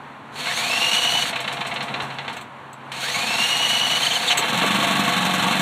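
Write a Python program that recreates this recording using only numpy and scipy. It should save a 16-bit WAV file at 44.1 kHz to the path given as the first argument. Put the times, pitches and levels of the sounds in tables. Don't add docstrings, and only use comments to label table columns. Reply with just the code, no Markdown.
import sys
import numpy as np
from scipy import signal
from scipy.fft import rfft, irfft, next_fast_len
from scipy.io import wavfile
from scipy.ndimage import uniform_filter1d

SR = 44100
rng = np.random.default_rng(int(sys.argv[2]) if len(sys.argv) > 2 else 0)


def wrap_up_sound(samples):
    columns = np.atleast_2d(samples).T
    tamed = np.clip(columns, -1, 1)
    steps = np.round(tamed * 32767).astype(np.int16)
    wavfile.write(sys.argv[1], SR, steps)


N = 247401
TIME = np.arange(N) / SR
CATCH_START_S, CATCH_END_S = 4.354, 4.545
FIRING = np.clip((TIME - CATCH_START_S) / (CATCH_END_S - CATCH_START_S), 0, 1)
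CRANK_TURNS_PER_S, RUN_TURNS_PER_S = 20, 23.5
PUFF_PLACE = -.015

PULLS = [(.345, 2990, 1.237, 1.24, .085), (2.915, 2965, 3.99, 4.322, .04)]
# centre in Hz, width in Hz, lift in dB.
CASE_MODES = [(496.3, 17, 13.5), (683, 5.3, 10), (713.5, 11, 11.5), (825, 6.8, 9), (911, 20.5, 9.5),
              (1094, 11, 10), (1146, 19, 8), (1610, 25, 6.5), (1715, 15, 9), (1996, 24, 7), (2188, 44, 9.5),
              (2395, 33, 8), (2598, 43, 8), (2744, 58, 8.5), (3067, 93, 7.5), (3620, 370, 6.5),
              (3935, 71, 10.5), (4195, 53, 12)]
# frequency in Hz, level in dB.
HISS_COLOUR = [(300, -19), (1500, 9.5), (3000, 12), (4300, 15.5), (5500, 1), (6500, 5), (8500, 2.5),
               (10500, -3), (15000, -11)]


def undb(db):
    return 10 ** (np.asarray(db) / 20)


def unit(x):
    return x / np.sqrt(np.mean(x ** 2) + 1e-18)


def curves(table):
    s, *columns = np.transpose(table)
    return [np.interp(TIME, s, c) for c in columns]


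def during(start_s, end_s):
    return uniform_filter1d(1. * ((TIME >= start_s) & (TIME <= end_s)), size=400)


def add(out, s, sound):
    i = int(np.clip(s * SR, 0, N))
    out[i:i + len(sound)] += sound[:N - i]


def walk(rate_hz):
    k = int(SR / rate_hz)
    return 1.27 * uniform_filter1d(np.repeat(rng.standard_normal(N // k + 1), k), k)[:N]


def colour(x, points, resonances=()):
    n = next_fast_len(N + SR // 4) // 2 * 2
    f = np.arange(n // 2 + 1) * SR / n
    hz, db = np.transpose(points)
    gain = undb(np.interp(np.log(f + 1), np.log(hz), db))
    peaks = sum((undb(lift) ** 2 - 1) / (1 + (2 * (f - c) / w) ** 2) for c, w, lift in resonances)
    cepstrum = irfft(np.log(unit(gain * np.sqrt(1 + peaks))), n)
    cepstrum[1:n // 2] *= 2
    cepstrum[n // 2 + 1:] = 0
    return irfft(rfft(x, n) * np.exp(rfft(cepstrum)), n)[:N]


def ring(x, modes):
    t = np.arange(SR // 4) / SR
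    tail = sum(undb(db) * np.cos(2 * np.pi * hz * t) * undb(-60 * t / t60) for hz, db, t60 in modes)
    return signal.fftconvolve(x, tail / np.linalg.norm(tail))[:N]


def grit(per_s, scatter_db):
    impacts = (rng.random(N) < per_s / SR) * rng.choice([-1, 1], N)
    return unit(impacts * undb(scatter_db * rng.standard_normal(N)))


def blows(events, rise_s, decay_s):
    t = np.arange(SR // 4) / SR
    shape = (1 - np.exp(-t / rise_s)) * np.exp(-t / decay_s)
    power = np.zeros(N)
    for s, db in events:
        add(power, s, (undb(db) * shape / shape.max()) ** 2)
    return np.sqrt(power)


def steady(envelope):
    return envelope / np.sqrt(uniform_filter1d(envelope ** 2, size=SR // 5) + 1e-9)


def each_cycle(cycle, places, scatter_db=1):
    counts = np.arange(int(cycle[-1]) + 1)
    chance = rng.standard_normal((len(counts), len(places)))
    return [(np.interp(k + place, cycle, TIME), db + scatter_db * chance[k, j])
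            for k in counts for j, (place, db) in enumerate(places) if 0 < k + place < cycle[-1]]


def pushes(cycle, places):
    out = np.zeros(N)
    for s, db in each_cycle(cycle, places):
        add(out, s, undb([db]))
    return out / np.std(out[np.gradient(cycle) > 0])


def compression(cycle, place, width):
    return np.exp(-(((cycle - place + .5) % 1 - .5) / width) ** 2)


def coasting():
    return during(PULLS[0][3], PULLS[1][0])


def garden(hush_db=-38):
    # time in seconds, pitch in Hz, level in dB.
    drone_path = [(0, 143, -55), (.8, 133.4, -49.5), (2.1, 136.9, -47), (2.5, 133.3, -51),
                  (3.6, 135.6, -48), (5.6, 143, -55)]
    # frequency in Hz, level in dB.
    hush_colour = [(15, -79), (25, -55), (80, -13.5), (104, -5.5), (126, -7.5), (148, 1), (164, -9.5),
                   (233, 2), (297, -4.5), (349, -6), (552, -6.5), (1020, 1.5), (1170, -3.5), (1300, -3),
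                   (4200, -21.5), (5500, -34.5), (8000, -34), (15500, -50)]
    hz, db = curves(drone_path)
    phase = 2 * np.pi * np.cumsum(hz * (1 + .01424 * walk(11))) / SR
    drone = np.sqrt(2) * undb(db + 2 * walk(4.9)) * np.sin(phase)
    return drone + colour(rng.standard_normal(N), hush_colour) * undb(hush_db + 1.85 * walk(6.7))


def chink(freedom, grip_db=6):
    # frequency in Hz, level in dB, free t60 in seconds.
    modes = [(4400, -7, 0.079), (6180, -10, 0.17), (6580, -4, 0.073), (7800, -2, 0.14), (7970, -7, .1),
             (8452, -6, .04), (10350, -18, 0.14), (12150, -16, .12), (12680, -22, .11), (14200, -15, .13)]
    t = np.arange(SR // 5) / SR
    out = np.zeros(len(t))
    for hz, db, t60 in modes:
        gain = undb(db + grip_db * (1.5 - freedom) * rng.uniform(-1.1, 1))
        out += gain * np.sin(2 * np.pi * (hz * t + rng.random())) * undb(-60 * t / (t60 * freedom))
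    return out


def socket(speed, rattle_db=-3, rise_s=.0027, tail_db=-10, loose_db=-48):
    # start in seconds, level in dB.
    rattles = [(1.29, -25), (1.356, -31), (1.402, -25.5), (1.474, -31.5), (1.524, -26), (1.605, -34),
               (1.665, -27), (1.738, -32), (1.824, -28.5), (1.912, -46), (2.018, -33), (2.03, -35),
               (2.138, -42), (2.29, -41), (2.327, -35), (2.916, -30)]
    # start in seconds, ring in dB, crack in dB, freedom to ring from 0 to 1.
    clinks = [(1.673, -44, -40, .5), (2.366, -40, -40, 0.8), (2.41, -49, -40, .3), (2.731, -43.5, -48, .35),
              (4.372, -27, -19.5, 0.5), (4.378, -19, -23, 1), (4.391, -26, -34, 0.9)]
    # frequency in Hz, level in dB.
    rattle_colour = [(500, -12), (2000, 11.5), (4000, 8), (6000, -3), (8300, 0.5), (10000, -7.5),
                     (12000, -11.5), (15000, -18)]
    crack_colour = [(500, -6), (2000, 6), (4200, 7), (5500, -13), (6500, -2), (7700, 8), (9200, -3),
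                    (11000, -12), (14300, -8), (15000, -10)]
    tails = undb(tail_db) * blows(rattles, rise_s, decay_s=.059)
    bursts = undb(rattle_db) * np.hypot(blows(rattles, rise_s, decay_s=.014), tails)
    loose = undb(loose_db + 2.5 * walk(70)) * coasting() * speed / CRANK_TURNS_PER_S
    cracks = blows([(s, db) for s, _, db, _ in clinks], rise_s=.0012, decay_s=.014)
    out = colour(grit(11000, 2.8) * np.hypot(bursts, loose), rattle_colour)
    out += colour(grit(11000, 1.5) * cracks, crack_colour)
    for s, ring_db, _, freedom in clinks:
        add(out, s, undb(ring_db) * chink(freedom))
    return out


def motor_start(lead_s=.029, level_db=-44.5):
    swell = blows([(PULLS[0][0] - lead_s, level_db)], rise_s=.05, decay_s=.076)
    return colour(grit(12000, 2.7) * swell, HISS_COLOUR)


def squeals(overtone_db=-13):
    # start in seconds, first and last pitch in Hz, length in seconds, level in dB,
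    # roughness as a share of the pitch.
    glides = [(4.023, 3250, 2970, 0.024, -15, 0.02), (4.062, 3300, 2870, 0.017, -12.5, 0),
              (4.1, 3250, 3090, 0.036, -16.5, 0.09), (4.145, 3280, 2830, 0.035, -16, 0),
              (4.27, 3580, 3720, 0.0345, -15, 0.07), (4.289, 3246, 2794, 0.056, -13.5, 0.12)]
    out = np.zeros(N)
    for s, start_hz, end_hz, length_s, db, rough in glides:
        n = int(length_s * SR)
        hz = np.linspace(start_hz, end_hz, n) * (1 + rough * walk(2000)[:n])
        phase = 2 * np.pi * np.cumsum(hz) / SR
        tone = np.sin(phase) + undb(overtone_db) * np.sin(2.07 * phase)
        add(out, s, undb(db) * np.hanning(n) * tone)
    return out


def drill_speed(pull, spin_up_s=.175):
    start_s, _, _, braked_s, braking_s = pull
    rise = 1 - np.exp(-np.maximum(TIME - start_s, 0) / spin_up_s)
    return rise * np.clip(1 - (TIME - braked_s) / braking_s, 0, 1)


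def drill(pull, cycle, housing_hz=2900, housing_width_hz=500, socket_hz=6450, shudders_per_cycle=5.5):
    # multiple of the whine's pitch, level in dB.
    overtones = [(2.02, 4), (3, -4), (4.01, -8), (5.02, -14), (6, -19)]
    # centre in Hz, width in Hz, lift in dB.
    chuck_modes = [(4340, 240, 3), (6510, 200, 3.5), (8660, 520, 2)]
    start_s, top_hz, unloaded_s, _, _ = pull
    speed = drill_speed(pull)
    hz, speed_db = top_hz * speed, 20 * np.log10(speed + 1e-4)
    housing_db = 7.5 / (1 + (2 * (hz - housing_hz) / housing_width_hz) ** 2)
    whine_db = -27 + 1.2 * speed_db + housing_db
    gear_db = -25 + .78 * speed_db
    strain = np.clip((.92 - speed) * 5, 0, 1)
    drag = compression(cycle, place=.88, width=.1)
    shudder = 2 * np.pi * shudders_per_cycle * ((cycle + .1) % 1 - .11)
    jitter = .011 * walk(450) + .014 * strain * walk(900)
    hz = hz * (1 - .032 * drag - .0072 * np.sin(shudder) + jitter)
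    phase = 2 * np.pi * np.cumsum(hz) / SR
    rough_db, smear = (2.2 + 1.5 * strain) * walk(420), .45 * walk(700)
    size = undb(whine_db - 9 * drag + 3 * np.cos(shudder) + rough_db)
    whine = size * (np.sin(phase + smear / 2) + undb(-15) * np.sin(2 * phase + smear))
    upper = sum(undb(db) * np.sin(k * (phase + smear * (1 - strain))) for k, db in overtones)
    whine += upper * undb(gear_db - 18.5 + 6 * strain + rough_db)
    third = undb(gear_db - 6) * np.sin(3 * phase + smear)
    ringing = signal.lfilter(*signal.iirpeak(socket_hz, Q=18, fs=SR), third)
    hiss = colour(grit(12000, 3.7) * undb(gear_db - drag + 1.4 * walk(60)), HISS_COLOUR, chuck_modes)
    singing = during(start_s, unloaded_s) * np.clip((speed - .35) / .25, 0, 1)
    return (whine + ringing) * singing + hiss * np.clip(speed / .073, 0, 1)


def crank_speed(whine_per_turn=150.3, coast_s=1.2, friction_turns_per_s2=13.35, stall_s=2.5):
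    # time in seconds, turns per second.
    run_speed = [(4.0, 19.8), (4.2, 20.75), (4.55, 21.9), (4.78, 24.7), (5.05, 23.5), (5.25, 23.0),
                 (5.61, 23.65)]
    first, second = (drill_speed(pull) * pull[1] / whine_per_turn for pull in PULLS)
    coast = np.interp(coast_s, TIME, first) - friction_turns_per_s2 * (TIME - coast_s)
    coast = np.maximum(coast, 0) * np.clip((stall_s - TIME) / .1, 0, 1)
    stages = [TIME < coast_s, TIME < stall_s, TIME < run_speed[0][0]]
    return np.select(stages, [first, coast, second], curves(run_speed)[0])


def engine_size(speed, cranked_db=-27, coasting_db=-26.5, running_db=-25.5):
    unfired_db = cranked_db + (coasting_db - cranked_db) * coasting()
    unfired = undb(unfired_db) * (speed / CRANK_TURNS_PER_S) ** .61
    fired = undb(running_db + .5 * (speed - RUN_TURNS_PER_S))
    return unfired * (1 - FIRING) + fired * FIRING


def chuffs(cycle, size, gain_db=-10.5):
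    # place in the cycle, level in dB.
    gulps = [(.06, 0), (.64, -2)]
    # frequency in Hz, level in dB.
    air_colour = [(60, -32), (120, -4.5), (180, 5.5), (260, 4), (380, -18), (1000, -31), (15000, -68)]
    flow = blows(each_cycle(cycle, gulps), rise_s=.015, decay_s=.011)
    return undb(gain_db) * colour(rng.standard_normal(N) * flow * size * (1 - FIRING), air_colour)


def thumps(cycle, size, gain_db=-11):
    # frequency in Hz, t60 in seconds, cranked level in dB, firing level in dB.
    panel_modes = [(491, .08, -3, -22), (688, .16, -3, -7), (714, .18, -3, -9), (820, .2, -1, -6),
                   (900, .08, -4, -4), (1090, .08, -6, -3)]
    # place in the cycle, level in dB.
    crank_rocks = [(0.052, -2), (0.338, -9), (0.678, -3.5)]
    firing_kicks = [(PUFF_PLACE, 0), (PUFF_PLACE + .5, -1.4)]
    mounts = signal.butter(2, [430, 1900], "band", fs=SR, output="sos")
    rocks = signal.sosfilt(mounts, pushes(cycle, crank_rocks) * size * (1 - FIRING))
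    kicks = signal.sosfilt(mounts, pushes(cycle, firing_kicks) * size * FIRING)
    cranked = ring(rocks, [(hz, db, t60) for hz, t60, db, _ in panel_modes])
    fired = ring(kicks, [(hz, db, t60) for hz, t60, _, db in panel_modes])
    return undb(gain_db) * (cranked + fired)


def knocks(gain_db=-5, decay_s=.0105, tail_db=-12, tail_s=.03):
    # start in seconds, level in dB, rise in seconds.
    hits = [(0.469, -16.5, .001), (1.253, -18, .002), (1.328, -19, 0.0024), (1.356, -16.5, 0.0044),
            (1.389, -20.5, 0.0018), (1.442, -20.5, .002), (1.475, -16.5, 0.0032), (1.513, -21.5, 0.0024),
            (1.568, -22.5, .002), (1.607, -18, .005), (1.65, -21.5, 0.0013), (1.712, -21.5, .004),
            (1.757, -19.5, 0.008), (1.806, -15.5, 0.00025), (1.881, -24, 0.0014), (1.9402, -16.5, 0.00046),
            (2, -19.5, 0.0025), (2.102, -24.5, 0.00073), (2.185, -19, .0004), (2.246, -30, 0.0008),
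            (2.279, -18.5, 0.00076), (2.367, -26, .001), (2.917, -22, 0.0006), (4.303, -16, 0.002),
            (4.31, -14, .0004), (4.423, -14, 0.00057), (4.613, -11, 0.0015)]
    # frequency in Hz, level in dB.
    knock_colour = [(100, -41), (400, -7), (800, 3), (1600, 3), (2600, 3), (4200, -3.5), (5500, -15.5),
                    (8500, -21.5), (15000, -63)]
    clacks = sum(blows([(s, db)], rise_s, decay_s) ** 2 for s, db, rise_s in hits)
    chatter = blows([(s, db + tail_db) for s, db, _ in hits], decay_s, tail_s) ** 2
    return undb(gain_db) * colour(grit(14000, 2.6) * np.sqrt(clacks + chatter), knock_colour, CASE_MODES)


def barks():
    # start in seconds, level in dB.
    bursts = [(4.385, -25), (4.432, -26.5), (4.475, -36), (4.52, -25.5), (4.615, -28), (4.632, -21)]
    # frequency in Hz, level in dB.
    bark_colour = [(80, -28), (170, 2), (300, -2), (480, 4), (800, -2.5), (1300, 2.5), (2000, -16),
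                   (5000, -35), (15000, -62)]
    return colour(grit(10000, 1.4) * blows(bursts, rise_s=.0034, decay_s=.015), bark_colour)


def exhaust(cycle, boom_db=-29.5, pipe_hz=1124, pipe_db=-32, rise_s=.0081, decay_s=.0075, sustain=.099):
    # time in seconds, firing puff in dB, second puff in dB.
    throttle = [(4.4, -11, -18), (4.55, -7, 1), (4.63, -1, -1), (4.8, -1.5, 3.5), (4.96, 2, 0.5),
                (5.042, 1.5, -6), (5.39, -1.5, -0.5), (5.47, 1, 2), (5.61, 2.5, 1)]
    # delay in cycles, level in dB.
    echoes = [(0, 0), (.175, -11), (.32, -10)]
    # frequency in Hz, level in dB, t60 in seconds.
    muffler_modes = [(202, 0, .027), (190, -11, .17), (150, -17, .09), (283, -12, .1)]
    times, *levels = np.transpose(throttle)
    puffs = []
    for turn, level in enumerate(levels):
        beats = each_cycle(cycle, [(PUFF_PLACE + turn / 2, 0)], scatter_db=.5)
        puffs += [(s, db + np.interp(s, times, level)) for s, db in beats if s > CATCH_START_S]
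    force = np.zeros(N)
    for s, db in puffs:
        for delay, echo_db in echoes:
            add(force, s + delay * 2 / RUN_TURNS_PER_S, undb([db + echo_db]))
    low_band = signal.butter(2, [145, 320], "band", fs=SR, output="sos")
    boom = signal.sosfilt(low_band, ring(force, muffler_modes))
    flow = blows([(s - rise_s / 2, db) for s, db in puffs], rise_s, decay_s) + sustain * FIRING
    note = flow * np.sin(2 * np.pi * np.cumsum(pipe_hz * (1 + .0129 * walk(150))) / SR)
    running = TIME > CATCH_END_S
    return undb(boom_db) * boom / np.std(boom[running]) + undb(pipe_db) * note / np.std(note[running])


def clatter(cycle, size, coast_db=-4, run_db=5, tick_db=-33, crank_whirr=.79, run_whirr=.7):
    # place in the cycle, level in dB.
    crank_knocks = [(0, 0), (.29, 1.5), (.58, -1), (.72, -4)]
    # place in the cycle, knock in dB, treble tick in dB.
    run_knocks = [(-.02, 0, 0), (.11, -1.5, -2), (.2, -4, -8), (.49, -2, -4), (.63, -1, -4), (.72, -8, -13),
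                  (.86, -10, -8)]
    # frequency in Hz, level in dB.
    crank_colour = [(30, -63), (70, -7), (115, -14.5), (170, -1), (260, -7), (380, -13), (700, 2),
                    (1300, -1.5), (2300, -1.5), (3200, -4), (4300, -11), (5500, -16), (8500, -20),
                    (15000, -36)]
    run_colour = [(30, -76), (80, -20), (120, -0.5), (200, 10.5), (280, -1), (420, -11.5), (700, 1.5),
                  (1120, 0), (1350, 3), (2300, -2), (3400, -1), (4300, -7), (5500, -17.5), (8500, -13.5),
                  (15000, -27.5)]
    tick_colour = [(100, 1), (1000, 10), (4000, 0), (6500, 5), (8200, 4), (10000, -9), (12000, -3),
                   (15000, -12)]
    free = coasting()
    driven = 1 - free - FIRING
    whirr = crank_whirr * (1 - compression(cycle, place=.9, width=.09) / 2)
    crank_blows = blows(each_cycle(cycle, crank_knocks), rise_s=.001, decay_s=.011)
    run_blows = blows(each_cycle(cycle, [k[:2] for k in run_knocks]), rise_s=.0063, decay_s=.012)
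    unfired = free * undb(coast_db) + (1 - free) * steady(np.hypot(crank_blows, whirr))
    fired = undb(run_db) * steady(np.hypot(run_blows, run_whirr))
    body = colour(grit(6000, 2.25) * size * unfired * np.sqrt(1 - FIRING), crank_colour, CASE_MODES)
    body += colour(grit(9000, 3.1) * size * fired * np.sqrt(FIRING), run_colour, CASE_MODES)
    treble_db = driven - 6 * free - FIRING
    dull = signal.sosfiltfilt(signal.butter(2, 2000, fs=SR, output="sos"), body)
    body = dull + (body - dull) * undb(treble_db)
    ticks = steady(blows(each_cycle(cycle, [k[::2] for k in run_knocks]), rise_s=.001, decay_s=.012))
    return body + colour(grit(5500, 1.3) * ticks * FIRING * undb(tick_db), tick_colour)


def scene(second_try_shift_s=2.73, second_try_start_cycles=.09):
    speed = crank_speed()
    cycle = np.cumsum(speed) / SR / 2
    cycle += second_try_start_cycles * during(second_try_shift_s, np.inf)
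    size = engine_size(speed)
    starter = sum(drill(pull, cycle) for pull in PULLS) + motor_start() + squeals() + socket(speed)
    engine = clatter(cycle, size) + thumps(cycle, size) + chuffs(cycle, size)
    engine += knocks() + barks() + exhaust(cycle)
    return (starter + engine + garden())[None]


def record(dry, notch_hz=4930, notch_q=11, bass_hz=45, top_hz=15450):
    notch = signal.iirnotch(notch_hz, notch_q, SR)
    sound = signal.lfilter(*notch, signal.lfilter(*notch, dry))
    sound = signal.sosfilt(signal.butter(2, bass_hz, "high", fs=SR, output="sos"), sound)
    return signal.sosfilt(signal.ellip(10, .2, 80, top_hz, fs=SR, output="sos"), sound)


dry = scene()
out = record(dry)
wrap_up_sound(out)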